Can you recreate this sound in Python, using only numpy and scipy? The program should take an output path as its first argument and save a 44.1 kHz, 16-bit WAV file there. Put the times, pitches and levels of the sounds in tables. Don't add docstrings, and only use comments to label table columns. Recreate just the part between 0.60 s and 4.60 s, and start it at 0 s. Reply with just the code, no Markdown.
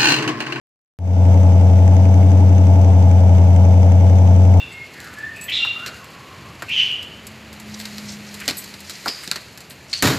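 import sys
import numpy as np
from scipy import signal
from scipy.fft import rfft, irfft, next_fast_len
from scipy.io import wavfile

SR = 44100
rng = np.random.default_rng(int(sys.argv[2]) if len(sys.argv) > 2 else 0)


def generate_wav(sig):
    pcm = np.round(np.clip(np.atleast_2d(sig).T, -1, 1) * 32767).astype(np.int16)
    wavfile.write(sys.argv[1], SR, pcm)


N = 176400
LENGTH = next_fast_len(N + SR // 10)
T, HZ = np.arange(LENGTH) / SR, np.fft.rfftfreq(LENGTH, 1 / SR)

# (time [s], speed [rpm])
CRANK_SPEED = [(0.4, 1349.9), (0.9, 1342.5), (1.15, 1340.6), (1.35, 1365.1), (1.6, 1368.9), (1.9, 1366.4),
               (2.35, 1346.0), (2.8, 1335.0), (3.1, 1340.2), (3.5, 1353.9), (4.0, 1361.9)]
# (place in the cycle [0-1], relative blow [dB], relative gas puff [dB], relative tick [dB])
FIRINGS = [(.1039, 6, -12, -10), (0.223, 4, 6, -1), (0.3539, 5, -6, -5), (0.4714, -0.7, 8.5, -18),
           (0.594, 1.5, 7.5, -11.5), (0.71, 2.4, 7.5, -8.5), (0.849, 5.5, 7, 5), (0.9725, 2.93, 3.5, -12.5)]
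# (order, a multiple of the cycle rate [-], relative level [dB])
BOOM_ORDERS = [(4, -52.5), (5, -65.5), (6, -54), (7, -44.5), (8, -8), (9, -33.5), (10, -28.5), (11, -33),
               (12, -66.5), (13, -35.5), (14, -39), (15, -32), (16, -29.5), (17, -25.5), (18, -32),
               (19, -65), (20, -44), (21, -37.5), (22, -41.5), (23, -42), (24, -38), (25, -31), (26, -39.8)]
# (time [s], level [dB])
THROB_LEVEL = [(.6, 0), (1.2, -1), (1.7, 3), (2.2, 1), (2.8, -2), (4, -1.5)]
# (frequency [Hz], width [Hz], relative level [dB])
PIPE_MODES = [(341, 79, -13.5), (398.3, 15, -3.9), (469, 15.5, -3.5), (503.7, 9.8, 0), (558.3, 13.8, 0),
              (624.3, 9.4, -0.5), (665.8, 29.5, 4), (698.7, 94.6, 1.14), (725.7, 55.5, -1), (774, 14, -6.5),
              (841, 77, -6), (941, 56, -15)]
# (frequency [Hz], width [Hz], boost [dB])
TIP_MODES = [(1082, 25, 5), (1165, 30, 5), (1265, 25, 7), (1462, 30, 4), (1660, 35, 5), (1930, 35, 4),
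             (2170, 70, 5), (3000, 100, 3), (3560, 100, 5), (4950, 140, 3), (6120, 170, 7), (8000, 200, 5)]
# (frequency [Hz], relative spectral level [dB])
HISS_SPECTRUM = [(650, -18), (1050, -1.5), (1400, 1), (1850, -4.5), (2250, -0.5), (2850, -3.5), (3550, -7),
                 (4300, -11), (5000, -9), (5700, -7), (6650, -8.5), (7100, -12), (8100, -13.5), (9000, -19),
                 (10400, -22.5), (12500, -19.5), (15300, -23)]
# (frequency [Hz], relative spectral level [dB])
TICK_SPECTRUM = [(900, -25.5), (1600, -1), (2200, 3.5), (3000, -5), (4200, -15), (6100, -4), (8000, -14),
                 (10000, -25), (15000, -30)]
# (frequency [Hz], relative spectral level [dB])
RUMBLE_SPECTRUM = [(12, -4), (30, -9.5), (55, -1.5), (110, -3.5), (200, -5), (320, -11), (480, -8),
                   (650, -5.5), (900, -6.5), (1020, -17), (1500, -31.5), (4000, -84.5)]
# (frequency [Hz], correlation [-1 to 1])
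MIC_LIKENESS = [(20, 0.88), (200, 1), (800, 0.97), (1200, -0.23), (1600, -0.16), (2500, -0.32),
                (4000, -0.28), (15000, 0.25)]
# (frequency [Hz], left minus right [dB])
MIC_BALANCE = [(60, 9.5), (87, 2.5), (130, 1), (180, 2), (260, 4.5), (380, 5.5), (540, 3.0), (780, 0.5),
               (1130, 0), (1640, 1.5), (2360, 0), (3410, 3), (4920, 11.5), (7110, 6), (10300, -2.5),
               (14800, 16)]
# (frequency [Hz], lead [rad])
MIC_LEAD = [(90, 0.13), (190, 0.28), (280, 0.22), (390, 0.18), (480, 0.097), (570, 0.46), (660, 0.55),
            (780, 0.17), (900, 0.45), (1300, 0)]

START_CYCLE = -.483
BLOW_SPREAD_DB, BLOW_JITTER_S = .8, .00005
BOOM_DB, BOOM_LAG_CYCLES = -0.5, 0.0956
BOOM_WAVER, FIRING_WAVER, SWAY_CYCLES = .09, .015, .0006
THROB_ORDER, THROB_PLACE = 22, .1
BLOWS_DB, PIPE_GAS_DB = -28.5, -42.5
BLOW_WIDTH_S, RUSH_RISE_S = 0.00018, 0.0019
HISS_DB, PUFF_DELAY_S, PUFF_RISE_S, PUFF_SPREAD_DB = -41, 0.001, 0.0029, 1.5
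STEADY_FLOW = 1.56
TICK_DB, TICK_DELAY_S, TICK_RISE_S, TICK_SPREAD_DB = -48.5, 0.00027, .0013, 2
RUMBLE_DB, RUMBLE_SWELL_DB = -29.5, 1
FADE_START_S, FADE_END_S, FADE_FIRST_DB, MUTED_DB = .389, 0.68, -21, -94
EDGE_HZ = 15500


def amp(db):
    return 10 ** (np.asarray(db) / 20)


def unit(x):
    return x / np.sqrt(np.mean(x ** 2) + 1e-20)


def read(points):
    hz, value = np.transpose(points)
    return np.interp(np.log(HZ + 1), np.log(hz + 1), value)


def drift(rate_hz):
    white = rfft(rng.standard_normal(LENGTH))
    return unit(irfft(white * np.exp(-(HZ / rate_hz) ** 2), LENGTH))


def firings(cycle, levels_db, spread_db, delay_s=0):
    turns = np.arange(-1, np.ceil(cycle[-1]))[:, None] + np.array(FIRINGS)[:, 0]
    chance = rng.standard_normal(turns.shape + (2,))
    seconds = np.interp(turns, cycle, T) + delay_s + BLOW_JITTER_S * chance[..., 0]
    at = np.round(seconds * SR).astype(int)
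    strength = amp(levels_db + spread_db * chance[..., 1])
    keep = (turns > cycle[0]) & (turns < cycle[-1]) & (at >= 0) & (at < LENGTH)
    return np.bincount(at[keep], strength[keep], LENGTH)


def puffs(impulses, rise_s):
    u = T[:SR // 20] / rise_s
    return unit(signal.fftconvolve(impulses, u * np.exp(-u))[:LENGTH])


def resonance(hz, width):
    return 1j * HZ * width / (hz ** 2 - HZ ** 2 + 1j * HZ * width)


def noise(spectrum_db, envelope):
    a, b = rfft(rng.standard_normal((2, LENGTH)) * envelope)
    like = np.clip(read(MIC_LIKENESS), -1, 1)
    pair = np.array([a, like * a + np.sqrt(1 - like ** 2) * b])
    return unit(irfft(pair * amp(spectrum_db), LENGTH))


def boom(cycle):
    place, blow_db = np.array(FIRINGS).T[:2]
    swayed = cycle + SWAY_CYCLES * drift(rate_hz=18)
    out = np.zeros(LENGTH)
    for order, db in BOOM_ORDERS:
        blows = amp(blow_db) * np.exp(-2j * np.pi * order * (place + BOOM_LAG_CYCLES))
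        lead = np.angle(np.sum(blows))
        if order > THROB_ORDER:
            lead = -2 * np.pi * order * THROB_PLACE
            db = db + np.interp(T, *np.transpose(THROB_LEVEL))
        waver = FIRING_WAVER if order == len(FIRINGS) else BOOM_WAVER
        level = amp(db) * (1 + waver * drift(rate_hz=3.5))
        out -= level * np.cos(2 * np.pi * order * swayed + lead)
    return np.sqrt(2) * amp(BOOM_DB) * out


def bark(cycle):
    blows = firings(cycle, np.array(FIRINGS)[:, 1], BLOW_SPREAD_DB)
    rush = puffs(blows, RUSH_RISE_S) * rng.standard_normal(LENGTH)
    pipes = 0
    for k, (hz, width, db) in enumerate(PIPE_MODES):
        pipes = pipes + (-1) ** k * amp(db) * resonance(hz, width)
    pipes = pipes * np.exp(-(np.pi * HZ * BLOW_WIDTH_S) ** 2)
    rung_blows = unit(irfft(rfft(blows) * pipes, LENGTH))
    rung_rush = unit(irfft(rfft(rush) * pipes, LENGTH))
    return amp(BLOWS_DB) * rung_blows + amp(PIPE_GAS_DB) * rung_rush


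def gas(cycle):
    puff_db, tick_db = np.array(FIRINGS).T[2:]
    pulsing = puffs(firings(cycle, puff_db, PUFF_SPREAD_DB, PUFF_DELAY_S), PUFF_RISE_S)
    flow = np.hypot(STEADY_FLOW, pulsing)
    ticking = puffs(firings(cycle, tick_db, TICK_SPREAD_DB, TICK_DELAY_S), TICK_RISE_S)
    lumps = amp(RUMBLE_SWELL_DB * drift(rate_hz=12))
    tips_db = sum(db * abs(resonance(hz, width)) ** 2 for hz, width, db in TIP_MODES)
    hiss = amp(HISS_DB) * noise(read(HISS_SPECTRUM) + tips_db, flow)
    ticks = amp(TICK_DB) * noise(read(TICK_SPECTRUM) + tips_db, ticking)
    rumble = amp(RUMBLE_DB) * noise(read(RUMBLE_SPECTRUM), lumps)
    return hiss + ticks + rumble


def scene():
    rpm = np.interp(T, *np.transpose(CRANK_SPEED))
    cycle = START_CYCLE + np.cumsum(rpm) / (120 * SR)
    halves = [.5, -.5]
    gain = amp(np.outer(halves, read(MIC_BALANCE)))
    sides = gain * np.exp(1j * np.outer(halves, read(MIC_LEAD)))
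    sides = sides / np.sqrt(np.mean(abs(sides) ** 2, axis=0))
    exhaust = boom(cycle) + bark(cycle) + gas(cycle)
    return irfft(rfft(exhaust) * sides, LENGTH)[:, :N]


def record(dry):
    fade = np.interp(T[:N], [FADE_START_S, FADE_END_S], [amp(FADE_FIRST_DB), 1], left=amp(MUTED_DB))
    low_pass = signal.firwin(511, EDGE_HZ, window=("kaiser", 9), fs=SR)
    return signal.oaconvolve(dry * fade, low_pass[None], "same")


dry = scene()
out = record(dry)
generate_wav(out)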